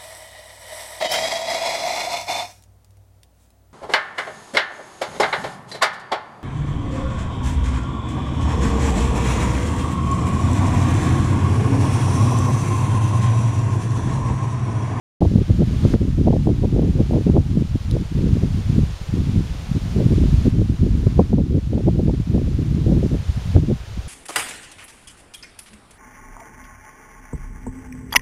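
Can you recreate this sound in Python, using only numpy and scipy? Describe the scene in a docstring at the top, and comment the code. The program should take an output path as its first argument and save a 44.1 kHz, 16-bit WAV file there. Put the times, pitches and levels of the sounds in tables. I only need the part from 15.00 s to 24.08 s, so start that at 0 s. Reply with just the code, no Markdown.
"""A breeze in an autumn wood. From 0.2 s the crowns hiss with countless leaves, while eddies sweep
over a bare microphone: a low, sputtering rumble that flutters up in pitch with every puff.
Wind thumps the diaphragm now and then, with a crisp preamp overload crack at 0.94 s. After big thumps
the hiss ducks and slowly recovers: the recorder's gain control, drawn as a fixed level curve.
At 2.9 s one dry leaf ticks close by; wind and hiss go on to the end at 9.1 s."""
import sys
import numpy as np
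from scipy import signal
from scipy.fft import rfft, irfft
from scipy.io import wavfile

SR = 44100
rng = np.random.default_rng(int(sys.argv[2]) if len(sys.argv) > 2 else 0)


def store_pcm(level_fs):
    """Save levels as 16-bit WAV."""
    pcm = np.round(np.clip(level_fs, -1, 1) * 32767).astype(np.int16)
    wavfile.write(sys.argv[1], SR, np.atleast_2d(pcm).T)


N = 400428
TIME_S = np.arange(N) / SR
FREQS_HZ = np.fft.rfftfreq(N, 1 / SR)


def gain_of(db):
    """dB to amplitude factor."""
    return 10 ** (np.asarray(db) / 20)


def unit_rms(x):
    """Scale to rms 1."""
    return x / np.sqrt(np.mean(x ** 2) + 1e-20)


def curve(rows):
    """Rows (t/s, values) to one piecewise linear curve per value column."""
    t_s, *columns = np.transpose(rows)
    return np.squeeze([np.interp(TIME_S, t_s, column) for column in columns])


def coloured(x, response):
    """Filter by rows (f/Hz, gain/dB)."""
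    f_hz, gain_db = np.transpose(response)
    bin_db = np.interp(np.log(FREQS_HZ + 1), np.log(f_hz), gain_db)
    return irfft(rfft(x) * gain_of(bin_db), N)


def shaped_noise(spectrum):
    """Noise of rms 1 with the given spectral shape."""
    return unit_rms(irfft(rfft(rng.standard_normal(N)) * spectrum, N))


def wander(rate_hz):
    """Smooth random drift of rms 1, up to about rate_hz."""
    return shaped_noise(np.exp(-(FREQS_HZ / rate_hz) ** 2))


def swell(t_s, half_width_s):
    """Gaussian bump of height 1 at t_s."""
    return np.exp(-np.minimum(((TIME_S - t_s) / half_width_s) ** 2, 30))


def add_centred(mix, t_s, sound):
    """Mix in a sound centred on t_s."""
    start = max(round(t_s * SR) - len(sound) // 2, 0)
    part = mix[start:start + len(sound)]
    part += sound[:len(part)]


def crowns(trim_db=3.5, near_db=-12, touches_per_s=700, scuff_s=0.0015, flutter_db=0.42, flutter_hz=18):
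    """Far leaves merge into a hiss; nearer ones brush each other in tiny scuffs."""
    # leaf hiss, ducked by the recorder's gain control after big thumps, then slowly recovering:
    # t/s, level before trim/dB
    ducked_level = [(0.21, -48), (0.63, -47), (0.8, -44), (0.935, -42.5), (0.96, -49), (1.5, -49.5),
                    (2.24, -47.3), (2.36, -49.5), (3.7, -45.5), (4.45, -45.5), (5.47, -44), (5.53, -49),
                    (6.16, -48), (6.4, -52.5), (7.6, -49), (8.55, -45), (8.62, -49), (9.08, -47)]
    # leaf hiss spectrum: f/Hz, relative density/dB
    leaf_spectrum = [(100, -2), (400, 8), (700, 5.5), (1000, 3.5), (1400, 1.5), (2000, 0), (3400, 0.14),
                     (5000, -3.5), (7000, -7), (8500, -10.5), (10500, -16), (13000, -20), (15700, -28)]
    touches = rng.exponential(1, N) * (rng.random(N) < touches_per_s / SR)
    scuff_power = signal.lfilter([1], [1, -np.exp(-1 / (scuff_s * SR))], touches)
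    scuffs = unit_rms(np.sqrt(scuff_power) * rng.standard_normal(N))
    leaves = rfft(rng.standard_normal(N) + gain_of(near_db) * scuffs)
    # each leaf size has its own band and flutter
    centres_hz = np.geomspace(500, 12000, 6)
    hiss = np.zeros(N)
    for selector in np.eye(len(centres_hz)):
        band = np.interp(np.log(FREQS_HZ + 1), np.log(centres_hz), selector)
        hiss += irfft(leaves * band, N) * gain_of(flutter_db * wander(flutter_hz))
    return gain_of(trim_db + curve(ducked_level)) * unit_rms(coloured(hiss, leaf_spectrum))


def eddy_pitch_hz(draught_hz, lull_slowing=0.6, gustiness=0.125, gust_hz=60):
    """Eddy pitch follows air speed: draught plus puffs, slowed in lulls, never quite steady."""
    # puffs: t/s, pitch rise/Hz, half width/s
    puffs = [(0.239, 56.0, 0.028), (0.39, 36.02, 0.032), (0.502, 20.9, 0.01307), (0.616, 32.03, 0.039),
             (0.741, 40.99, 0.04), (0.854, 69.02, 0.048), (0.941, 68.07, 0.023), (1.036, 42.0, 0.041),
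             (1.188, 31.0, 0.01503), (1.283, 42.04, 0.03), (1.35, 57.03, 0.022), (1.496, 59.98, 0.025),
             (1.644, 85.05, 0.019), (1.819, 60.0, 0.106), (1.999, 65.04, 0.042), (2.169, 86.0, 0.067),
             (2.285, 75.02, 0.033), (2.369, 82.96, 0.037), (2.583, 25.96, 0.03968), (2.757, 65.0, 0.00899),
             (2.954, 53.02, 0.068), (3.125, 33.9, 0.0091), (3.193, 41.01, 0.073), (3.316, 30.0, 0.081),
             (3.439, 44.97, 0.02099), (3.786, 34.05, 0.077), (4.174, 31.95, 0.052), (4.278, 31.06, 0.02201),
             (4.375, 22.03, 0.0631), (4.756, 52.95, 0.024), (5.003, 61.05, 0.053), (5.115, 44.1, 0.02304),
             (5.207, 30.88, 0.03897), (5.466, 33.93, 0.02), (5.591, 24.02, 0.04508), (5.845, 29.02, 0.031),
             (6.072, 39.05, 0.00801), (6.199, 89.0, 0.017), (6.336, 46.0, 0.01797), (6.397, 74.98, 0.019),
             (6.553, 38.99, 0.058), (6.766, 64.1, 0.054), (6.89, 90.98, 0.029), (6.995, 55.99, 0.052),
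             (7.101, 51.99, 0.042), (7.138, 42.0, 0.01698), (7.207, 25.0, 0.0069), (7.347, 36.99, 0.05),
             (7.384, 37.07, 0.00902), (7.479, 28.0, 0.011), (7.78, 33.13, 0.00905), (7.919, 55.03, 0.077),
             (8.046, 45.0, 0.017), (8.142, 58.0, 0.024), (8.298, 29.97, 0.00804), (8.568, 71.02, 0.031),
             (8.642, 54.0, 0.019), (8.71, 74.06, 0.028), (8.976, 21.94, 0.01104)]
    # lulls in the flow: t/s, half width/s
    lulls = [(0.452, 0.029), (2.236, 0.01991), (2.793, 0.011), (3.136, 0.01095), (4.739, 0.011),
             (5.669, 0.00894), (5.773, 0.01496), (6.612, 0.01297), (7.127, 0.01498), (7.246, 0.01607),
             (8.238, 0.01595), (8.337, 0.00707), (8.862, 0.012), (9.026, 0.01194)]
    puff_hz = sum(rise_hz * swell(t_s, half_width_s) for t_s, rise_hz, half_width_s in puffs)
    lull = sum(swell(t_s, half_width_s) for t_s, half_width_s in lulls)
    eddy_hz = (draught_hz + puff_hz) * (1 - lull_slowing * lull)
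    return np.maximum(eddy_hz, 5) * np.exp(gustiness * wander(gust_hz))


def rumble(eddy_hz, level_db=-14.5, speed_exponent=0.66, smoothness=0.59):
    """A frozen pattern of eddies passes the microphone at the speed of the air."""
    speed = eddy_hz / eddy_hz.mean()
    # small eddies die out: exponential roll-off
    pattern = shaped_noise(np.exp(-smoothness * FREQS_HZ / eddy_hz.mean()))
    pressure = np.interp(np.cumsum(speed), np.arange(N), pattern)
    return gain_of(level_db) * pressure * speed ** speed_exponent


def pulse(f_hz):
    """One swing between two shallow rebounds, spectral peak at f_hz."""
    t_s = np.arange(-1024, 1025) / SR
    u = (np.pi * f_hz * t_s) ** 2
    return (1 - 2 * u) * np.exp(-u)


def sputter(eddy_hz, pops_per_s=45, level_db=-18, spread_db=4, pitch_ratio=3.41, pitch_spread=0.32,
            speed_exponent=0.48):
    """Tight eddy cores pop at random: denser, harder and sharper in faster air."""
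    speed = eddy_hz / eddy_hz.mean()
    pop_samples = np.flatnonzero(rng.random(N) < pops_per_s * speed / SR)
    out = np.zeros(N)
    for at in pop_samples:
        side, size, tightness = rng.uniform(-1, 1, 3)
        core = pulse(pitch_ratio * eddy_hz[at] * np.exp(pitch_spread * tightness))
        peak = speed[at] ** speed_exponent * gain_of(level_db + spread_db * size)
        add_centred(out, at / SR, np.sign(side) * peak * core)
    return out


def wind(trim_db=0.07, surge_db=1.5, surge_hz=35):
    """Rumble and sputter at the microphone port; pressure surges as the flow veers on and off it."""
    # steady flow: t/s, base eddy pitch/Hz, relative pressure/dB
    draught = [(0.2, 68.0, -1.2), (0.52, 56.0, 2), (0.86, 24.0, -0.2), (1.24, 61.0, 2.2),
               (2.16, 29.0, -2.5), (2.58, 44.0, 1.5), (3.06, 18.0, -0.9), (3.51, 48.0, 2.5),
               (4.02, 21.0, 0.9), (4.34, 41.0, 1), (4.55, 38.0, -5), (5.34, 46.0, 4.0), (6.28, 55.0, 0.3),
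               (6.84, 27.0, -1.0), (7.58, 60.0, -0.6), (8.35, 34.0, -0.3), (8.61, 18.0, 2.9),
               (9.08, 28.0, -2)]
    # port response to wind pressure: f/Hz, gain/dB
    port = [(8, -21), (25, -27), (40, -7), (60, -2.5), (100, 0.5), (170, 1), (300, 1), (600, -0.5),
            (1000, -1), (1600, -15)]
    draught_hz, pressure_db = curve(draught)
    eddy_hz = eddy_pitch_hz(draught_hz)
    push = gain_of(trim_db + pressure_db + surge_db * wander(surge_hz))
    return push * coloured(rumble(eddy_hz) + sputter(eddy_hz), port)


def thumps(trim_db=1.5):
    """Wind thumps push or suck the diaphragm; the one at 0.94 s carries a crisp preamp overload crack."""
    # wind thumps and the crack (1200 Hz row): t/s, peak before trim/dB, f/Hz
    pulses = [(0.224, -14.5, 586.6), (0.256, -17.0, 515.6), (0.36, 0, 148.2), (0.51, -3, 106.1),
              (0.629, -18.5, 428), (0.852, -7.5, 366), (0.939, -20.5, 1200.0), (0.942, -2.5, 226.0),
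              (1.308, -15.5, 427.0), (1.473, -11, 487.0), (1.794, -10.5, 387), (2.111, -14.5, 407.0),
              (2.268, -3.5, 242.0), (2.3, -3, 170.0), (2.378, -7.5, 407), (2.758, -8.5, 203),
              (2.969, -17.5, 440.0), (3.334, -4.5, 101.0), (3.371, -15.5, 313), (3.784, -2.5, 161.0),
              (4.141, -8.5, 177.0), (4.362, -5, 121), (4.717, -9, 131.0), (5.063, -3.5, 123.0),
              (5.239, -17.0, 355), (5.482, -2, 177.0), (6.195, -4.0, 384), (6.331, -16, 463.0),
              (6.339, -7.5, 180.1), (6.733, -16, 373.0), (6.779, -14.5, 353.0), (6.887, -10.0, 460.6),
              (7.38, -18, 499.6), (8.031, -16, 377.0), (8.561, -0.5, 81.1), (8.565, -9.0, 479)]
    out = np.zeros(N)
    for t_s, peak_db, f_hz in pulses:
        polarity = rng.choice([-1, 1])
        add_centred(out, t_s, polarity * gain_of(trim_db + peak_db) * pulse(f_hz))
    return out


def leaf_tick(rise_s=0.00027):
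    """A stiff dry leaf snaps and rings for a few milliseconds."""
    # snap: t/s, level/dB
    ticks = [(2.912, -18.5)]
    # leaf modes: f/Hz, relative level/dB, T60/s
    modes = [(4000, 1.5, 0.0037), (5100, -2, 0.0034), (9600, -2, 0.0024), (10600, -12, .002),
             (13700, -11, .002)]
    out = np.zeros(N)
    for t_s, level_db in ticks:
        age_s = np.maximum(TIME_S - t_s, 0)
        attack = 1 - np.exp(-age_s / rise_s)
        for f_hz, mode_db, t60_s in modes:
            envelope = attack * np.exp(-np.log(1000) * age_s / t60_s)
            out += gain_of(level_db + mode_db) * envelope * np.sin(2 * np.pi * f_hz * age_s)
    return out


def scene():
    """Rustling wood behind wind at the microphone; mono."""
    return (crowns() + wind() + thumps() + leaf_tick())[None]


def record(dry, start_s=0.205, fade_s=0.003, notch_hz=7880, cutoff_hz=15720):
    """Recorder: late opening, soft clipping, narrow notch, band limit."""
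    opened = dry * np.clip((TIME_S - start_s) / fade_s, 0, 1)
    rounded = opened / (1 + opened ** 6) ** (1 / 6)
    notched = signal.lfilter(*signal.iirnotch(notch_hz, Q=22, fs=SR), rounded)
    lowpass = signal.firwin(1023, cutoff_hz, window=("kaiser", 9), fs=SR)
    return signal.oaconvolve(notched, lowpass[None], "same")


dry = scene()
out = record(dry)
store_pcm(out)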